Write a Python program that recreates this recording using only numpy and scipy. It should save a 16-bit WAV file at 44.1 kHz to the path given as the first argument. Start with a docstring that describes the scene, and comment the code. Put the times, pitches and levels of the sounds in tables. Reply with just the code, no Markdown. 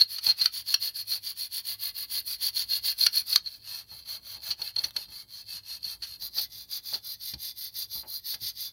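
"""A toothbrush scrubs the rusty sheet-steel frame of a spring trap, about six strokes a second.
Random bristle flicks, filtered by the frame, give scrape, a ring around 4.3 kHz and bright hiss; drags sing on.
Squeaks are wavering tones with a rasp; knocks, bumps and ticks are noise bursts through rim, frame and table.
The brush works the side rail, then the end rail of the loose trap on a cloth-covered table; then a gloved hand
holds the trap and weakens the 4.3 kHz mode. Filtered noise gives room air and hum; a short tail gives the room."""
import sys
import numpy as np
from scipy import signal
from scipy.fft import rfft, irfft
from scipy.io import wavfile
from scipy.ndimage import uniform_filter1d

SR = 44100
rng = np.random.default_rng(int(sys.argv[2]) if len(sys.argv) > 2 else 0)


def materialize(psi):
    """Save the field psi as 16-bit PCM at rate SR to the path in sys.argv[1].

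    A 1-D psi becomes a single channel; in a 2-D psi each row is a channel.
    """
    bounded = np.clip(np.atleast_2d(psi).T, -1, 1)
    quanta = np.round(bounded * 32767).astype(np.int16)
    wavfile.write(sys.argv[1], SR, quanta)


N = 384552
T = np.arange(N) / SR   # s

# Brush strokes, each ending where the next begins. Each row: start in seconds, strength in dB.
STROKES = [(-0.075, -35), (0.065, -37), (0.202, -30.5), (0.347, -33.5), (0.503, -35.0), (0.641, -31.5),
           (0.781, -31), (0.925, -35.5), (1.048, -32), (1.207, -35.5), (1.343, -35.5), (1.493, -34.5),
           (1.627, -34.5), (1.771, -35), (1.928, -36.5), (2.073, -32), (2.234, -34.5), (2.383, -29),
           (2.518, -30.5), (2.664, -30), (2.812, -27), (2.952, -28), (3.104, -28), (3.24, -31.5),
           (3.405, -51), (3.6, -39), (3.855, -47.5), (4.033, -38.0), (4.201, -42.5), (4.394, -37.5),
           (4.553, -41), (4.727, -43.5), (4.92, -43.5), (5.065, -43), (5.259, -44), (5.445, -38.5),
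           (5.616, -39.5), (5.797, -39), (5.98, -44.5), (6.183, -37.5), (6.305, -34), (6.48, -45),
           (6.674, -35), (6.809, -38.0), (7.008, -38), (7.175, -38.5), (7.363, -38.5), (7.54, -39.0),
           (7.716, -35.5), (7.873, -37), (8.046, -38.5), (8.216, -35), (8.383, -34.5), (8.531, -37.5)]
# Brush head on the rim. Each row: start in seconds, ring level in dB, clack level in dB re ring,
# rattle time in seconds (twice the time to its peak; the clack's is 1.64 times longer).
KNOCKS = [(0.183, -31, -5.5, 0.0045), (0.458, -14, -6.5, 0.0013), (0.7417, -15.5, -2, 0.0021),
          (3.065, -14, -3, 0.0021), (3.3594, -11.5, -2.5, 0.0011), (4.505, -24.5, -11.5, 0.0087),
          (4.617, -26.5, -9.5, 0.003), (4.762, -22, -15, 0.003), (4.8385, -22.5, -9, 0.0068),
          (4.9643, -23, -6.5, 0.0031), (5.842, -28.5, -20, 0.007), (6.022, -32.5, -8.5, 0.014),
          (6.222, -44.5, -1, .002), (6.381, -23, -11.5, 0.004), (6.935, -26.5, -12, 0.013),
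          (7.337, -33.5, -5, 0.0035), (8.342, -41, 5, 0.0038)]
# Tufts catching. Each row: crest in seconds, tone level before flutter in dB, half length (sigma) in seconds.
SQUEAKS = [(0.010, -19, 0.0057), (0.021, -18.5, 0.0043), (0.268, -14, 0.0016), (0.302, -19, 0.0094),
           (0.42, -18, 0.0052), (1.128, -26.5, 0.011), (2.576, -28, 0.0033), (2.732, -24.5, 0.0062),
           (3.015, -23.5, 0.0048), (3.035, -22, 0.0053), (3.176, -21, 0.006), (3.3305, -18, 0.0032),
           (3.472, -36, 0.014), (3.92, -43, 0.008), (4.68, -35, 0.0044), (4.789, -25.5, 0.0052),
           (6.396, -29, 0.0066)]
# Frame bumping the table. Each row: start in seconds, thud level in dB, wooden knock level in dB.
BUMPS = [(0.265, -54, -46), (3.917, -54, -57.5), (4.357, -60, -57.5), (4.492, -56, -55), (4.596, -62, -51),
         (4.768, -61, -52.5), (4.838, -52, -53), (4.958, -60, -52.5), (5.082, -57.5, -65),
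         (5.538, -59, -67), (5.861, -58, -80), (6.222, -59, -60), (6.37, -68, -50.5), (6.928, -71, -45.5),
         (7.336, -45.5, -57), (7.954, -54, -55.5), (8.034, -73, -50.5), (8.334, -57, -56),
         (8.419, -53.5, -72)]
# Light touches of wire and frame. Each row: start in seconds, level in dB.
TICKS = [(3.842, -61.5), (3.874, -69), (4.908, -42), (5.025, -54), (5.09, -56), (5.267, -71)]

# Frame modes: side rail, end rail, held. Each row: centre in Hz, width in Hz, rise over the broad response in dB.
SIDE_MODES = [(1680, 150, 4), (2090, 150, 3), (2790, 100, 5), (3320, 80, 5.5), (3590, 110, 4),
              (4130, 70, 6), (4298, 65, 16), (4578, 90, 12), (4680, 60, 5), (4895, 70, 5), (5710, 140, 4),
              (6090, 70, 3), (6310, 120, 4), (10880, 120, 5), (11450, 240, 2.5), (14000, 100, 4.5),
              (14780, 140, 3.5)]
END_MODES = [(565, 33, 11), (734, 260, 10.5), (1220, 43, 6.5), (1710, 230, 4.5), (2190, 56, 7.5),
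             (2625, 38, 13), (3190, 61, 12), (3650, 33, 9.5), (4113, 140, 10.5), (4254, 68, 11.5),
             (4420, 81, -1), (4690, 36, 10), (5800, 75, -0.5), (10600, 180, 4), (14400, 140, 17),
             (15200, 400, 18)]
HELD_MODES = [(2140, 360, 3.9), (3514, 16, 13), (4117, 87, 7.4), (4446, 35, 5.7), (4300, 28, 1.8),
              (4730, 166, 9.8), (6230, 100, 4.8), (12300, 350, 19), (13300, 350, 2.5)]
# Table top modes. Each row: centre in Hz, width in Hz, rise over the broad response in dB.
TABLE_MODES = [(146, 8.1, 6.5), (194, 12, -7), (345, 53, 5.5), (573, 65, 9), (863, 75, 13.5)]

# Broad response of bristles on steel: side rail, end rail, held. Each row: frequency in Hz, relative gain in dB.
SIDE_SHAPE = [(300, -36.5), (700, -22), (1400, -19.5), (2400, -12), (3300, -10), (3950, -10.5),
              (4400, -3.5), (5200, -8.5), (6500, -18), (7450, -25.5), (8700, -13.5), (10800, -3.5),
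              (13000, -3), (15700, -5.5)]
END_SHAPE = [(300, -34), (700, -29.5), (1400, -18.5), (2400, -16.5), (3300, -18), (3950, -20), (4400, -4.5),
             (5200, -17), (6500, -21), (7450, -29), (8700, -11), (10800, 8), (13000, 10.5), (15700, -7.5)]
HELD_SHAPE = [(300, -39), (750, -19.5), (1500, -16.5), (2700, -13.5), (3600, -11.5), (4400, -4),
              (5300, -10.5), (6450, -17), (7650, -36.5), (8600, -17.5), (10500, -8.5), (12400, -16.5),
              (13800, -4), (15700, -8)]
# Hard plastic on the rim. Each row: frequency in Hz, relative gain in dB.
CLACK_SHAPE = [(200, -12.5), (550, -22.5), (1000, -17), (1450, -7), (2200, -9), (3400, 0.5), (4400, -4),
               (5800, -1), (7600, -23.5), (9300, -12.5), (10700, -9), (12000, -10), (15700, -15.5)]
# Soft thud on the table. Each row: frequency in Hz, relative gain in dB.
THUD_SHAPE = [(25, -47), (65, 8.5), (140, -3), (260, -9.5), (500, -33), (2000, -49)]
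# Dull wooden knock. Each row: frequency in Hz, relative gain in dB.
WOOD_SHAPE = [(150, -20), (400, -22), (820, -19), (1300, -17), (3000, -24), (8000, -112)]
# Steel rubbing on cloth. Each row: frequency in Hz, relative gain in dB.
CLOTH_SHAPE = [(90, -21), (190, -1), (400, -4.5), (800, -2.5), (1500, -38), (5000, -65)]
# Quiet room. Each row: frequency in Hz, relative spectral density in dB.
AIR_SHAPE = [(20, -30), (55, 6.5), (100, -4.5), (160, -5.5), (300, -12), (500, -18), (1000, -21),
             (3000, -59), (8000, -26.5), (16000, -19)]

# Bands of scrape, ring and hiss, in that order. Each row: low edge in Hz, high edge in Hz.
LAYER_BANDS = [(250, 3600), (3600, 7500), (7500, 17000)]
# Brush on side rail, end rail, held frame. Each row: moment of top speed as share of the stroke,
# its shift as share of the stroke (sign alternates by stroke), peakedness as a base exponent,
# hiss level in dB re ring, scrape level in dB re ring (both before grit).
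MANNERS = [(0.52, -.02, 2.63, -0.94, -11.5), (.62, 0.044, 3.07, -3, -12), (0.56, 0.029, 2.86, -1.66, -13.5)]
# Rust under the brush, interpolated. Each row: time in seconds, extra hiss in dB, extra scrape in dB.
GRIT = [(0, -1.5, -1.5), (.42, -4, 4), (.56, -4, -2), (1.5, -1.5, -2), (1.85, 0.5, 1), (2.5, -1, -2),
        (3.3, -2, -2), (3.7, -4, -1.5), (4.8, -2.5, 1.5), (5.3, -7, -4.5), (6.1, -3.5, -3.5),
        (6.35, -1.5, -3.5), (6.9, -1.5, -3.5), (7.6, 0.5, -5), (8.7, -0.5, -5)]

END_RAIL_FROM_S, HELD_FROM_S = 3.425, 6.2
USUAL_STROKE_DB = -36
# pressing harder raises ring, scrape and hiss together, the ring slightly more
HISS_DB_PER_STROKE_DB, SCRAPE_DB_PER_STROKE_DB = 0.87, 0.95
PEAKEDNESS_DOUBLING_DB = 23   # harder strokes are more sudden
SCRAPE_LAG_S = 0.0041   # bristles bend first
FRICTION_KNEE = 0.57   # of the speed power; top speed is 1
DRAG_DB, DRAG_EXPONENT = -54.5, 0.5
# slide after a bump: crest delay, half length (sigma), level re the wooden knock
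SHIFT_DELAY_S, SHIFT_HALF_S, SHIFT_DB = 0.027, 0.018, -7
AIR_DB, HUM_HZ, HUM_DB = -65, 102.2, -70.5
ROOM_T60_S, ROOM_DB = 0.12, -9.5   # level before the tail is band-limited
CUTOFF_HZ = 15850


def from_db(db):
    """Decibels to amplitude gain."""
    return 10 ** (np.asarray(db) / 20)


def rms_one(x):
    """Scale to rms 1."""
    return x / np.sqrt(np.mean(x ** 2) + 1e-20)


def drift(rate_hz):
    """Random values at rate_hz, joined by straight lines, rms 1."""
    knots = rng.standard_normal(N // 8)
    return rms_one(np.interp(T * rate_hz, np.arange(len(knots)), knots))


def response(shape, modes=(), ripple_db=0, size=8192):
    """Minimum-phase impulse response: broad spectrum, resonances, random ripple for many weak modes."""
    f_hz = np.maximum(np.arange(size // 2 + 1) * SR / size, 1)
    shape_hz, shape_db = np.transpose(shape)
    power = 1
    for centre_hz, width_hz, rise_db in modes:
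        power = power + (from_db(2 * rise_db) - 1) / (1 + (2 * (f_hz - centre_hz) / width_hz) ** 2)
    ripple = ripple_db * np.interp(np.sqrt(f_hz), np.arange(200), rng.standard_normal(200))
    broad = from_db(np.interp(np.log(f_hz), np.log(shape_hz), shape_db) + ripple)
    gain = broad * np.sqrt(np.maximum(power, 1 / 10))
    # folding the cepstrum makes the response causal
    cepstrum = irfft(np.log(gain))
    cepstrum[1:size // 2] *= 2
    cepstrum[size // 2 + 1:] = 0
    return irfft(np.exp(rfft(cepstrum)))[:size // 2]


def through(x, impulse):
    """Pass a force through an impulse response."""
    return signal.oaconvolve(x, impulse)[:len(x)]


def band(x, low_hz, high_hz, order=4):
    """Butterworth band-pass."""
    return signal.sosfilt(signal.butter(order, [low_hz, high_hz], "band", fs=SR, output="sos"), x)


def add(out, start_s, sound):
    """Mix a sound in at a time."""
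    at = max(round(start_s * SR), 0)
    out[at:at + len(sound)] += sound[:N - at]


def swells(rows):
    """Sum of Gaussian level swells from (crest s, dB, sigma s)."""
    return sum(from_db(db) * np.exp(-0.5 * ((T - crest_s) / half_s) ** 2) for crest_s, db, half_s in rows)


def flicks(per_s, spread_db, flutter_db):
    """Bristles snapping off grit: random signed impulses, clumped by a fluttering level as tufts let go."""
    sizes = from_db(spread_db * np.minimum(rng.exponential(1, N), 4)) * rng.choice([-1, 1], N)
    present = rng.random(N) < per_s / SR
    return sizes * present * from_db(flutter_db * drift(260))


def blow(impulse, rattle_s, snap=4.0, size=8192):
    """A contact impulse and a rattle that builds and dies, rung through a body; rms 1 over its loudest 5 ms."""
    age = np.arange(size) / (SR * max(rattle_s, 1 / SR) / 2)
    force = rng.standard_normal(size) * age * np.exp(1 - age)
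    force[0] += snap
    sound = through(force, impulse)
    return sound / np.sqrt(uniform_filter1d(sound ** 2, size=220).max())


def brush_motion():
    """The brush speeds up and slows to each turn; returns speed, strength and manner at every moment."""
    start_s, strength_db = np.transpose(STROKES)
    length_s = np.diff(start_s, append=N / SR)
    k = np.maximum(np.searchsorted(start_s, T) - 1, 0)
    manner = np.searchsorted([END_RAIL_FROM_S, HELD_FROM_S], start_s + length_s / 2)
    crest, shift, peakedness, hiss_db, scrape_db = np.array(MANNERS)[manner[k]].T
    along = np.clip((T - start_s[k]) / length_s[k], 0, 1)
    top = np.clip(crest + shift * (-1) ** k, 0.1, 0.9)
    speed = np.sin(np.pi / 2 * np.minimum(along / top, (1 - along) / (1 - top)))
    return speed, strength_db[k], peakedness, hiss_db, scrape_db


def friction(speed, level_db, steepness, rest_db):
    """Friction grows with a power of speed, levels off, and keeps a floor at the turns; smoothed over 6 ms."""
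    grip = np.tanh(speed ** np.abs(steepness) / FRICTION_KNEE)
    return uniform_filter1d(from_db(level_db) * (grip + from_db(rest_db)), size=260)


def brushed(force, from_s, to_s, shape, modes, count=6):
    """The brush wanders round several spots of the frame; each drives the weak modes differently."""
    during = (T >= from_s) & (T < to_s)
    place = (count * T + drift(7))[during]
    out = np.zeros(N)
    for spot in range(count):
        away = np.abs((place - spot + count / 2) % count - count / 2)
        nearness = np.maximum(1 - away, 0)
        frame = response(shape, modes, ripple_db=3.8)
        for layer, (low_hz, high_hz) in zip(force, LAYER_BANDS):
            part = band(frame, low_hz, high_hz)
            part = part / np.linalg.norm(part)
            add(out, from_s, signal.oaconvolve(layer[during] * nearness, part))
    return out


def scrubbing():
    """Friction-driven bristle flicks excite the frame in three bands: low scrape, ring, bright hiss."""
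    speed, strength_db, peakedness, hiss_db, scrape_db = brush_motion()
    effort_db = strength_db - USUAL_STROKE_DB
    peakedness = peakedness * 2 ** (effort_db / PEAKEDNESS_DOUBLING_DB)
    grit_s, grit_hiss_db, grit_scrape_db = np.transpose(GRIT)
    scrape_db = scrape_db + USUAL_STROKE_DB + SCRAPE_DB_PER_STROKE_DB * effort_db
    scrape_db = scrape_db + np.interp(T, grit_s, grit_scrape_db)
    hiss_db = hiss_db + USUAL_STROKE_DB + HISS_DB_PER_STROKE_DB * effort_db
    hiss_db = hiss_db + np.interp(T, grit_s, grit_hiss_db)

    coarse = rms_one(flicks(per_s=5500, spread_db=1.0, flutter_db=1.28))
    fine = rms_one(flicks(per_s=13000, spread_db=-3.0, flutter_db=2.0))
    scrape_level = friction(speed, scrape_db, steepness=0.79 * peakedness, rest_db=-21.5)
    scrape = coarse * np.interp(T - SCRAPE_LAG_S, T, scrape_level)
    ring = coarse * friction(speed, strength_db, steepness=0.97 * peakedness, rest_db=-26.5)
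    hiss = fine * friction(speed, hiss_db, steepness=1.03 * peakedness, rest_db=-26)
    force = [scrape, ring, hiss]

    side_rail = brushed(force, 0, END_RAIL_FROM_S, SIDE_SHAPE, SIDE_MODES)
    end_rail = brushed(force, END_RAIL_FROM_S, HELD_FROM_S, END_SHAPE, END_MODES)
    held = brushed(force, HELD_FROM_S, np.inf, HELD_SHAPE, HELD_MODES)
    return side_rail + end_rail + held


def room_air():
    """Quiet room noise: shaped noise with a slowly drifting level."""
    return from_db(AIR_DB + 1.5 * drift(3.7)) * rms_one(through(rng.standard_normal(N), response(AIR_SHAPE)))


def room_hum():
    """Faint hum: noise in a narrow low band."""
    return from_db(HUM_DB) * rms_one(band(rng.standard_normal(N), HUM_HZ - 5, HUM_HZ + 5, order=2))


def room_tail(x):
    """A small room returns a short, diffuse tail: decaying noise after 3 ms, band-limited."""
    t = T[:SR // 2]
    tail = rng.standard_normal(len(t)) * from_db(-60 * t / ROOM_T60_S) * (t > 0.003)
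    tail /= np.linalg.norm(tail)
    return through(x, band(tail, 80, 3300, order=1))


def squeaks(pitch_hz, waver, rasp_db):
    """A tuft sticks and slips for some milliseconds: a wavering tone with a rasp around it."""
    phase = 2 * np.pi * np.cumsum(pitch_hz * (1 + waver * drift(600))) / SR
    tone = np.sqrt(2) * np.sin(phase) * from_db(3.9 * drift(500))
    snaps = flicks(per_s=9600, spread_db=2.0, flutter_db=-2.5)
    rasp = rms_one(through(snaps, response(CLACK_SHAPE, SIDE_MODES)))
    return swells(SQUEAKS) * (tone + from_db(rasp_db) * rasp)


def knocks():
    """The brush head hits the rim: a broad clack, different each time, and the main frame modes ring on."""
    out = np.zeros(N)
    loose, held = response(SIDE_SHAPE, SIDE_MODES), response(HELD_SHAPE, HELD_MODES)
    for start_s, ring_db, clack_db, rattle_s in KNOCKS:
        frame = band(loose if start_s < HELD_FROM_S else held, 4090, 4670, order=2)
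        rim = band(response(CLACK_SHAPE, ripple_db=3.2), 630, 14000, order=2)
        ring = blow(frame, rattle_s, snap=3.2)
        clack = blow(rim, 1.64 * rattle_s, snap=8.3)
        add(out, start_s, from_db(ring_db) * (ring + from_db(clack_db) * clack))
    return out


def bumps():
    """The frame rocks on the cloth: a soft thud and a dull knock from the table."""
    out = np.zeros(N)
    thud_body, wood_body = response(THUD_SHAPE, TABLE_MODES), response(WOOD_SHAPE, TABLE_MODES)
    for start_s, thud_db, wood_db in BUMPS:
        thud = from_db(thud_db) * blow(thud_body, rattle_s=0.018, snap=19.0)
        wood = from_db(wood_db) * blow(wood_body, rattle_s=0.018, snap=16.0)
        add(out, start_s, thud + wood)
    return out


def shifts():
    """Each bump pushes the frame a little over the cloth; the rubbing sounds dully through the table."""
    slides = swells([(s + SHIFT_DELAY_S, wood_db + SHIFT_DB, SHIFT_HALF_S) for s, _, wood_db in BUMPS])
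    rubbing = flicks(per_s=1500, spread_db=4.0, flutter_db=2.5)
    return slides * rms_one(through(rubbing, response(CLOTH_SHAPE, TABLE_MODES)))


def drags():
    """Bent bristles keep the end rail's main modes singing; they let go once per trip of two strokes."""
    trips = np.interp(T, np.transpose(STROKES)[0], np.arange(len(STROKES))) / 2
    bend = np.abs(np.sin(np.pi * trips)) * (T >= END_RAIL_FROM_S) * (T < HELD_FROM_S)
    main_modes = band(response(END_SHAPE, END_MODES), 3400, 5100, order=2)
    singing = rms_one(through(flicks(per_s=3500, spread_db=4.0, flutter_db=6.0), main_modes))
    return from_db(DRAG_DB) * bend ** DRAG_EXPONENT * singing


def ticks():
    """Loose parts of the trap touch lightly: very short blows, each with its own ripple."""
    out = np.zeros(N)
    for start_s, db in TICKS:
        body = response(CLACK_SHAPE, END_MODES, ripple_db=4.0)
        add(out, start_s, from_db(db) * blow(body, rattle_s=0.00055, snap=10.0))
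    return out


def scene():
    """Brush and trap with their room tail, over faint room air and hum."""
    bristles = scrubbing() + drags() + squeaks(pitch_hz=4300, waver=0.01788, rasp_db=-12.0)
    work = bristles + knocks() + ticks() + bumps() + shifts()
    return (work + from_db(ROOM_DB) * room_tail(work) + room_air() + room_hum())[None]


def record(dry):
    """Steep elliptic low-pass."""
    return signal.sosfilt(signal.ellip(12, 0.1, 80, CUTOFF_HZ, fs=SR, output="sos"), dry)


dry = scene()
out = record(dry)
materialize(out)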